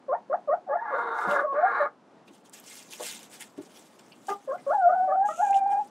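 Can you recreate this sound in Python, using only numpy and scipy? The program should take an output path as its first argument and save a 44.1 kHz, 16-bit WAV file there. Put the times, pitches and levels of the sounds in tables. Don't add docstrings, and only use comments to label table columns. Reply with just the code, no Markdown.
import sys
import numpy as np
from scipy import signal
from scipy.fft import rfft, irfft, next_fast_len
from scipy.io import wavfile
from scipy.ndimage import uniform_filter1d, map_coordinates

SR = 44100
rng = np.random.default_rng(int(sys.argv[2]) if len(sys.argv) > 2 else 0)


def transcribe(u):
    v = np.clip(np.atleast_2d(u).T, -1, 1)
    q = np.round(v * 32767).astype(np.int16)
    wavfile.write(sys.argv[1], SR, q)


N = 260181
IMPACT_S = np.arange(SR // 5) / SR


def amp(db):
    return 10 ** (np.asarray(db) / 20)


def unit_rms(x):
    return x / np.sqrt(np.mean(x ** 2) + 1e-20)


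def along(points, hz):
    freqs, values = np.transpose(points)
    return np.interp(np.log(hz + 1), np.log(freqs + 1), values)


def stretch(rows, fade_s):
    times, *columns = np.transpose(rows)
    start, end_s = int(times[0] * SR), times[-1] + fade_s
    t = np.arange(start, min(N, int(end_s * SR))) / SR
    edge = np.clip(np.minimum(t - times[0], end_s - t) / fade_s, 0, 1)
    return slice(start, start + len(t)), edge, [np.interp(t, times, c) for c in columns]


def wobble(rate_hz):
    return map_coordinates(rng.standard_normal(N // 20), [np.arange(N) * rate_hz / SR])


def filtered(x, response):
    size = next_fast_len(N + SR // 2)
    return irfft(rfft(x, size) * response(np.fft.rfftfreq(size, 1 / SR)), size)[..., :N]


def coloured(x, spectrum, tilt_db_per_octave=0):
    return filtered(x, lambda f: amp(along(spectrum, f) + tilt_db_per_octave * np.log2(f / 7000 + .01)))


def resonance(f, hz, width_hz):
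    return (1j * f * width_hz / (hz * hz - f * f + 1j * f * width_hz)) ** 2


def impact(out, start_s, db, hz, t60_s, attack_s, relative_width, hold_s=0):
    t = IMPACT_S
    response = resonance(np.fft.rfftfreq(len(t), 1 / SR), hz, relative_width * hz)
    puff = unit_rms(irfft(rfft(rng.standard_normal(len(t))) * response, len(t)))
    decay = amp(db - 60 * np.maximum(t - hold_s, 0) / t60_s)
    out[round(start_s * SR):][:len(t)] += decay * (1 - np.exp(-t / attack_s)) * puff


def outdoor_air():
    # freq_hz, level_db
    spectrum = [(25, -49), (90, -20.5), (125, -10), (220, 0), (400, -5.5), (800, -8), (1300, -14),
                (2000, -22.5), (3000, -27.5), (6000, -34), (10000, -43), (15600, -68)]
    # time_s, level_db
    levels = [(0, -57), (2, -58), (3, -55), (3.7, -55.5), (5.9, -55)]
    times, db = np.transpose(levels)
    murmur = coloured(rng.standard_normal((2, N)) * amp(wobble(7.4)), spectrum)
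    return amp(np.interp(np.arange(N) / SR, times, db)) * murmur / np.std(murmur)


def syrinx(calls, jitter, shimmer_db, breath_db, rough, strain):
    # freq_hz, level_db
    breath_spectrum = [(150, -42.5), (300, -7.5), (600, 0.5), (1000, -11), (1600, -9), (2200, -24.5),
                       (3200, -50), (5000, -73.5)]
    out, phase = np.zeros(N), np.zeros(N)
    drift, flutter, swells = wobble(90), wobble(350), [wobble(45) for _ in range(6)]
    breath = unit_rms(coloured(rng.standard_normal(N), breath_spectrum))
    for rows in calls:
        span, edge, (hz, *levels) = stretch(rows, fade_s=.0034)
        glide = np.abs(uniform_filter1d(np.gradient(np.log(hz)), size=600)) * SR
        step = 2 * np.pi * hz * (1 + jitter * drift[span]) / SR
        phase[span] = phase[span.start] + np.cumsum(step)
        ragged = 1 + np.clip(rough + strain * glide, 0, 1) * flutter[span]
        for k, db in enumerate(levels, 1):
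            peak = np.sqrt(2) * amp(db + shimmer_db * swells[k - 1][span])
            out[span] += edge * ragged * peak * np.sin(k * phase[span])
        out[span] += edge * amp(np.maximum(levels[0], levels[1]) + breath_db) * breath[span]
    return out


def clucks():
    # time_s, pitch_hz, harmonic1_db to harmonic3_db
    calls = [
        [(0.082, 589, -35.5, -62, -85.5), (0.098, 532, -26, -39.5, -77), (0.114, 524, -25, -33, -66.5),
         (0.13, 647, -27, -34.5, -76.5)],
        [(0.13, 683, -17.5, -26, -67), (0.14, 758, -27, -47, -60), (0.152, 913, -31.5, -49, -92),
         (0.168, 969, -32, -63, -96)],
        [(0.297, 558, -34.5, -64.5, -84.5), (0.317, 530, -25.5, -42, -61), (0.325, 601, -25.5, -56.5, -79),
         (0.33, 649, -31, -26.5, -48)],
        [(0.33, 605, -41, -40, -53), (0.34, 671, -19.5, -49, -64), (0.348, 836, -30.5, -42.5, -77),
         (0.356, 967, -37, -54, -91)],
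        [(0.474, 660, -29.5, -63, -82), (0.48, 614, -34.5, -45, -83), (0.5, 541.5, -22.5, -31.5, -66),
         (0.52, 620, -29.5, -35, -50)],
        [(0.52, 599, -39, -36.5, -49), (0.526, 611, -29, -30.5, -44), (0.53, 629, -22, -32, -68),
         (0.554, 877, -34.5, -66, -89)],
        [(0.685, 625, -34, -75, -84), (0.695, 575.6, -33, -40.5, -58), (0.711, 539.6, -22, -48, -47),
         (0.725, 565, -23, -41, -43.5)],
        [(0.725, 562, -32, -30, -45.5), (0.753, 690, -21.5, -43.5, -62), (0.763, 726, -37, -46, -92.5),
         (0.765, 724.2, -38, -52, -75)],
        [(0.905, 606, -42, -49, -59), (0.929, 571, -32, -33, -63), (0.941, 516, -24, -38, -47),
         (0.97, 579, -34.5, -47, -44)],
        [(1.28, 536, -53, -29, -45), (1.292, 545.3, -34, -31, -44), (1.304, 568.3, -34, -43, -51),
         (1.338, 586.6, -30, -41, -46), (1.37, 552.8, -34.5, -40, -28.5)],
        [(1.37, 555, -27, -38.5, -41), (1.408, 582, -34.5, -44, -42.5), (1.428, 540, -31, -39.5, -66),
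         (1.45, 632.4, -25.5, -38, -64.5), (1.46, 563, -36, -43.5, -76)],
        [(1.46, 562, -26.5, -38, -63), (1.468, 549.7, -44, -36.5, -67), (1.538, 545.6, -33, -32.5, -59),
         (1.58, 589.4, -26.5, -41.5, -51), (1.6, 629, -23, -34, -52)],
        [(1.6, 647, -48, -34, -64), (1.608, 642, -34, -37, -57), (1.62, 691, -25.5, -41.5, -63),
         (1.662, 774, -17.5, -37, -63), (1.685, 845, -57, -30.5, -73)],
        [(1.79, 594, -55, -27, -58), (1.804, 613.5, -27, -60, -39), (1.822, 556, -26, -27, -35),
         (1.84, 584.3, -27, -44, -60), (1.87, 623, -50, -34.5, -67)],
        [(4.474, 584, -40.5, -72.5, -65), (4.49, 525, -29, -40, -71.5), (4.51, 539, -23, -46, -47),
         (4.52, 534, -27, -29.5, -53)],
        [(4.52, 530, -26.5, -41.5, -61), (4.538, 679, -34, -41, -73), (4.56, 760, -38, -56.5, -84)],
        [(4.664, 566, -34.5, -41.5, -77), (4.678, 543.3, -24.5, -49, -77), (4.702, 554.3, -22, -31.5, -68.5),
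         (4.726, 772, -26, -34.5, -76.5), (4.74, 899, -22, -53, -75)],
        [(4.87, 648, -29.5, -47, -82), (4.88, 635, -36.5, -57, -81), (4.896, 596, -28.5, -33.5, -57.5),
         (4.91, 641, -31.5, -33, -66.5)],
        [(4.91, 629, -32, -34, -69.5), (4.934, 696, -23, -40.5, -85), (4.944, 735, -25.5, -45, -86.5),
         (4.955, 800, -28.5, -54, -85.5)],
        [(5.075, 628, -33.5, -59.5, -68), (5.089, 585, -31.5, -40, -63), (5.103, 567, -34, -34.5, -51),
         (5.115, 586, -27.5, -42, -48)],
        [(5.115, 606, -27.5, -42, -54), (5.125, 637, -31, -30, -64), (5.149, 670, -33.5, -44.5, -87.5),
         (5.16, 698, -35, -46, -77)],
        [(5.282, 580, -55, -53, -70), (5.29, 625.5, -41, -31, -55), (5.314, 662, -32.5, -39.5, -46.5),
         (5.332, 662, -42, -31, -76), (5.36, 640, -57.5, -59, -71)],
    ]
    return syrinx(calls, jitter=.012, shimmer_db=1.5, breath_db=-25, rough=.06, strain=.015)


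def hoarse_notes():
    # time_s, pitch_hz, harmonic1_db to harmonic3_db
    calls = [
        [(0.66, 742, -59, -75, -89), (0.68, 751, -38.5, -67, -100), (0.72, 864, -36.5, -50, -87),
         (0.754, 774, -38, -53, -88), (0.8, 881, -41, -39.5, -92)],
        [(0.8, 900, -48.5, -59, -91), (0.82, 947, -32, -56, -83), (0.848, 892, -39.5, -55, -88),
         (0.864, 837, -37, -41, -100), (0.9, 817, -42, -46, -81.5)],
        [(0.97, 480, -43, -54, -38.5), (0.988, 476.2, -35.5, -32, -44), (1.004, 467.7, -45, -37, -53),
         (1.016, 474, -43, -37, -48), (1.106, 459.8, -40, -42, -37.5), (1.186, 451.5, -54, -36.5, -44),
         (1.242, 448, -49, -42, -38), (1.26, 486, -27.5, -28, -43)],
    ]
    return syrinx(calls, jitter=.027, shimmer_db=-1, breath_db=-23, rough=.25, strain=.055)


def tract(drive, modes, scale):
    return filtered(drive, lambda f: sum((-1) ** k * amp(db) * resonance(f, hz * scale, width_hz)
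                                         for k, (hz, width_hz, db) in enumerate(modes)))


def squawks():
    # time_s, level_db, rasp_db, pulse_rate_hz, noise_share
    calls = [
        [(0.8, -41, -43.5, 230.3, 0.58), (0.808, -43, -31, 234.1, 0.58), (0.826, -52, -27.5, 231.1, 0.58),
         (0.844, -44.5, -41, 232.6, 0.58), (0.948, -29, -37, 233, 0.58), (0.958, -32, -32, 232.6, 0.58),
         (1.136, -35, -25, 233.9, 0.58), (1.284, -29.5, -32.5, 233, 0.58), (1.33, -28, -27, 233, 0.58),
         (1.378, -26, -36, 229, 0.58), (1.402, -28.5, -29, 236.5, 0.58), (1.41, -30, -41, 233, 0.58),
         (1.45, -53, -42, 229, 0.58)],
        [(1.54, -35.5, -43, 233.9, 0.58), (1.828, -27, -29, 231.3, 0.58), (1.852, -36, -31, 231, 0.58),
         (1.86, -30, -45, 228.3, 0.58), (1.89, -74, -29, 234.5, 0.58)],
    ]
    # freq_hz, width_hz, level_db
    throat_modes = [(468, 350, -14), (802, 188, -6.5), (1008, 98, -2.5), (1124, 170, -5), (1398, 476, -5.5),
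                    (1583, 440, -7.5), (2083, 205, -20)]
    # freq_hz, width_hz, level_db
    beak_modes = [(3695, 270, 6.5), (4290, 290, -9), (5660, 500, -20.5), (6760, 890, -26.5),
                  (8500, 580, -17.5), (10220, 500, -19.5)]
    scales = [1, 1.058]
    out = np.zeros(N)
    for rows, scale in zip(calls, scales):
        drift, sizes, gusts, noise = wobble(40), wobble(120), wobble(150), rng.standard_normal(N)
        span, edge, (db, rasp_db, hz, noise_share) = stretch(rows, fade_s=.013)
        cycles = np.cumsum(hz * (1 + .035 * drift[span])) / SR
        pulses = np.diff(np.floor(cycles), prepend=0) * np.sqrt(SR / hz) * amp(1.5 * sizes[span])
        turbulence = noise[span] * amp(2.2 * gusts[span])
        drive = np.zeros(N)
        drive[span] = np.sqrt(1 - noise_share) * pulses + np.sqrt(noise_share) * turbulence
        body = unit_rms(tract(drive, throat_modes, scale)[span])
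        rasp = unit_rms(tract(drive, beak_modes, scale)[span])
        out[span] += edge * amp(db) * (body + amp(rasp_db) * rasp)
    return out


def shuffle():
    # time_s, level_db, brightness (under 0 dull, over 0 bright)
    movements = [
        [(0.95, -81, 0), (0.974, -75, 0.5), (0.982, -66.5, 7), (1.064, -86, -7), (1.136, -75, 0),
         (1.148, -62.5, 1), (1.232, -54.5, 1), (1.258, -62, 0), (1.314, -46.5, 0), (1.44, -70, 0),
         (1.45, -74, 1)],
        [(2.25, -90, 0), (2.282, -59, 0), (2.3, -72.5, 0), (2.348, -62.5, 1), (2.436, -79, 0), (2.454, -58, 1),
         (2.52, -80, 1)],
        [(2.52, -70, 1), (2.538, -46.5, 1), (2.59, -55, 1), (2.602, -57, 1), (2.622, -60.5, 1),
         (2.672, -50.5, 1), (2.768, -44.5, 0), (2.846, -57.5, 1), (2.9, -56, 1)],
        [(2.9, -53, 1), (2.926, -42, 1), (2.97, -50, 1), (3.072, -36.5, 1), (3.186, -50, 1), (3.234, -50, 1),
         (3.294, -63.5, 0), (3.3, -59, 1)],
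        [(3.3, -57.5, 1), (3.344, -45.5, 1), (3.384, -57, 1), (3.396, -54, 1), (3.408, -41.5, 1),
         (3.488, -63.5, 0), (3.55, -70, 0)],
        [(3.55, -75, 0), (3.582, -60, 0), (3.6, -69, 0), (3.622, -58, 1), (3.698, -62.5, 0), (3.748, -56, 1),
         (3.938, -65, 0), (3.984, -68, 1), (3.994, -53.5, 0), (4.008, -64.5, 0), (4.112, -63, 0),
         (4.12, -66.5, 0), (4.2, -66.5, 1)],
        [(4.2, -64.5, 0), (4.264, -61.5, 1), (4.268, -61, 1), (4.294, -46.5, 1), (4.342, -60, 1),
         (4.43, -67, 0), (4.45, -65.5, 0)],
        [(4.45, -68, 1), (4.47, -69, 0), (4.534, -63.5, 0), (4.568, -68, 0), (4.598, -64, 0), (4.64, -67, 0),
         (4.69, -60.5, 1), (4.74, -61, 0.0058), (4.748, -60.5, 0), (4.778, -65, -2), (4.94, -70, -1.5),
         (4.964, -67, 1), (5.002, -70, 0), (5.244, -75, 1), (5.25, -67, 1)],
        [(5.535, -57, 1), (5.543, -60, 0), (5.593, -54.5, 0), (5.6, -66, 0)],
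        [(5.6, -68.5, 0), (5.666, -71.5, 0), (5.678, -60.5, 1), (5.69, -73.5, 1), (5.72, -54, 1),
         (5.762, -65, 0), (5.882, -64.5, 0), (5.9, -77, 0)],
    ]
    # freq_hz, level_db
    spectrum = [(530, -38.5), (900, -6), (1030, -20.5), (1690, -3.5), (2310, -2.5), (3340, 1), (4240, -3),
                (5200, -1), (7980, -1), (13000, -13.5), (15600, -17.5)]
    crackle = (rng.random(N) < .02) * rng.standard_normal(N) * rng.standard_normal(N)
    frames = signal.stft(rng.standard_normal(N) + .49 * unit_rms(crackle), nperseg=256)[2]
    patches = uniform_filter1d(rng.standard_normal(frames.shape), size=8, axis=0)
    patches = uniform_filter1d(patches, size=6, axis=1)
    grains = signal.istft(frames * amp(2.9 * unit_rms(patches)), nperseg=256)[1][:N]
    grains *= amp(.88 * wobble(45) + .67 * wobble(160))
    dull, bright = (unit_rms(coloured(grains, spectrum, tilt)) for tilt in (-4, 4))
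    out = np.zeros(N)
    for rows in movements:
        span, edge, (db, brightness) = stretch(rows, fade_s=.004)
        share = .5 + .5 * np.tanh(brightness / 3.5)
        out[span] += edge * amp(db) * ((1 - share) * dull[span] + share * bright[span])
    return out


def foot_knocks():
    # start_s, level_db, pitch_hz, contact_s, t60_s
    knocks = [(1.271, -53.5, 100, .015, 0.034), (1.272, -40, 223, 0.018, 0.056),
              (1.523, -38, 495, 0.025, .04), (2.287, -58, 310, 0.027, .08), (2.997, -35, 564, 0.016, 0.076),
              (3.577, -37.5, 310, 0.019, 0.063), (3.609, -55, 278, 0.012, 0.064),
              (4.303, -53.5, 258, 0.018, 0.064)]
    out = np.zeros(N + SR)
    for start_s, db, hz, contact_s, t60_s in knocks:
        impact(out, start_s, db, hz, t60_s, attack_s=.0014, relative_width=.6, hold_s=contact_s)
    return out[:N]


def beak_taps():
    # start_s, level_db, pitch_hz, t60_s
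    taps = [(1.308, -34, 2980, .04), (2.277, -55, 2650, 0.088), (2.279, -57, 3830, .05),
            (2.71, -48, 2160, .08), (2.925, -42.5, 2560, .07), (3.047, -45, 2740, .1),
            (4.118, -50, 2760, 0.088), (4.12, -52, 4600, 0.046), (4.578, -54.5, 2010, 0.13),
            (5.529, -35.5, 2360, .02), (5.543, -32.5, 2860, .025), (5.566, -36.5, 3100, .025)]
    out = np.zeros(N + SR)
    for start_s, db, hz, t60_s in taps:
        impact(out, start_s, db, hz, t60_s, attack_s=.0015, relative_width=.23)
    return out[:N]


def chip_snaps():
    # start_s, level_db, pitch_hz
    snaps = [(1.8144, -51, 11140), (2.4583, -51, 5270), (2.4957, -41, 8100), (2.5346, -36.5, 7870),
             (2.599, -36.5, 11100), (2.6628, -37, 6860), (2.8265, -36, 5400), (2.9083, -33.5, 6600),
             (3.0046, -32.5, 7500), (3.4072, -32.5, 8900), (3.5804, -50, 7130), (3.9936, -40, 6100),
             (4.2697, -34, 6240), (5.5084, -32.5, 6520), (5.5304, -43.5, 6760), (5.5433, -38, 7050),
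             (5.5584, -40, 8470), (5.5662, -38.5, 5970), (5.5904, -43.5, 8500), (5.6376, -52, 7400),
             (5.6765, -54.5, 4460), (5.8487, -55, 7180), (5.874, -52, 10160)]
    out = np.zeros(N + SR)
    for start_s, db, hz in snaps:
        impact(out, start_s, db, hz, t60_s=.009, attack_s=.0008, relative_width=.45)
    return out[:N]


def alarm_cluck():
    # time_s, pitch_hz, harmonic1_db to harmonic6_db
    calls = [
        [(4.283, 391, -47, -32.5, -67, -50, -69, -71), (4.293, 414, -45, -26.5, -34.5, -36, -75, -65),
         (4.303, 387.6, -38.5, -32, -48, -54, -47, -69), (4.315, 409, -31.5, -29.5, -35, -53, -54, -76)],
        [(4.315, 391, -45, -41, -34, -48, -50, -71), (4.323, 393.7, -47, -27.5, -38, -62, -65, -77),
         (4.331, 406.5, -55, -34, -37, -65, -65, -94), (4.35, 392, -55.5, -54, -55, -77, -95, -76)],
    ]
    return syrinx(calls, jitter=.017, shimmer_db=.5, breath_db=-19, rough=.081, strain=.025)


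def long_notes():
    # time_s, pitch_hz, harmonic1_db to harmonic3_db
    calls = [
        [(4.72, 765.4, -38.5, -47.5, -99.5), (4.74, 856, -23.5, -50, -75), (4.778, 793.5, -25, -50.5, -91),
         (4.84, 704.7, -24.5, -34.5, -74.5), (4.862, 687.3, -15.5, -46.5, -81), (4.9, 721.5, -31, -45.5, -78)],
        [(4.9, 727, -22.5, -43, -72.5), (4.944, 742, -29.5, -47.5, -88), (4.954, 757, -29, -55.5, -82),
         (4.968, 731.5, -23, -45.5, -86), (5.024, 743, -23, -50.5, -79.5), (5.08, 755.5, -23, -58.5, -84)],
        [(5.08, 741, -27.5, -63.5, -81), (5.116, 774, -28, -49, -72), (5.148, 758, -22.5, -54, -84),
         (5.212, 780, -21, -57, -86.5), (5.248, 835.5, -19, -39, -90), (5.285, 831, -30.5, -67.5, -75)],
        [(5.375, 664.7, -43.5, -50, -77), (5.401, 716, -24.5, -39, -69), (5.429, 840, -25, -48, -82.5),
         (5.449, 812, -21, -43.5, -64), (5.5, 802, -20.5, -47.5, -61)],
        [(5.5, 784, -22, -48.5, -70), (5.526, 794.6, -20, -46.5, -57), (5.56, 794, -20, -57.5, -65.5),
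         (5.596, 795, -25, -54, -61), (5.622, 773.5, -24.5, -60, -63.5), (5.66, 788, -30, -51, -65)],
        [(5.66, 809, -21.5, -56.5, -73), (5.72, 797, -17, -53, -60), (5.754, 816, -17.5, -54, -70.5),
         (5.768, 817.4, -21, -48, -62), (5.794, 824, -21.5, -63.5, -72), (5.82, 854, -46, -73, -65)],
    ]
    return syrinx(calls, jitter=.011, shimmer_db=1, breath_db=-34, rough=.058, strain=.03)


def ruffle():
    # time_s, level_db
    rustles = [
        [(5.25, -60.5), (5.26, -54.5), (5.47, -52), (5.502, -54.5), (5.508, -49.5), (5.524, -65.5),
         (5.566, -54.5), (5.6, -65)],
    ]
    # freq_hz, level_db
    spectrum = [(1530, -33.5), (2600, -1), (2980, -4.5), (4880, -16.5), (6630, 3), (8490, -5.5),
                (9430, -11.5), (10200, -11), (15600, -28)]
    grains = rng.standard_normal(N) * amp(1.1 * wobble(30) + 1.1 * wobble(120) + 2.1 * wobble(600))
    hiss = unit_rms(coloured(grains, spectrum))
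    out = np.zeros(N)
    for rows in rustles:
        span, edge, (db,) = stretch(rows, fade_s=.004)
        out[span] = edge * amp(db) * hiss[span]
    return out


def walls(direct):
    # freq_hz, t60_s
    ring_times = [(200, .17), (800, 0.13), (2500, 0.11), (10000, 0.039)]
    hz, t, frames = signal.stft(rng.standard_normal((2, SR // 3)), SR, nperseg=256)
    decay = amp(-60 * t / along(ring_times, hz)[:, None])
    tail = signal.istft(frames * decay, SR, nperseg=256)[1]
    delayed = np.pad(direct, (130, 0))
    return signal.fftconvolve(delayed[None], tail / np.linalg.norm(tail[0]), axes=1)[:, :N]


def scene():
    # freq_hz, gain_db
    side_gains = [(30, -15), (70, -25), (240, -21), (700, -20.5), (1500, -19), (3800, -17), (8000, -18.5),
                  (15000, -18)]
    voices = clucks() + alarm_cluck() + long_notes() + hoarse_notes() + squawks()
    movement = shuffle() + ruffle() + chip_snaps() + beak_taps() + foot_knocks()
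    direct = voices + movement
    ring_mid, ring_side = walls(direct)
    air_mid, air_side = outdoor_air()
    damped_ring = filtered(ring_mid, lambda f: 1 / (1 + (f / 4000) ** 2))
    mid = direct + amp(-6.5) * damped_ring + air_mid
    side = coloured(amp(-6) * ring_side + amp(3) * air_side, side_gains)
    lean = filtered(mid, lambda f: .05 / (1 + (f / 1200) ** 2))
    return np.array([mid + side + lean, mid - side - lean])


def record(dry):
    low_cut_hz, top_hz = 70, 15725
    return filtered(dry, lambda hz: (hz < top_hz) * hz ** 2 / (hz ** 2 + low_cut_hz ** 2))


dry = scene()
out = record(dry)
transcribe(out)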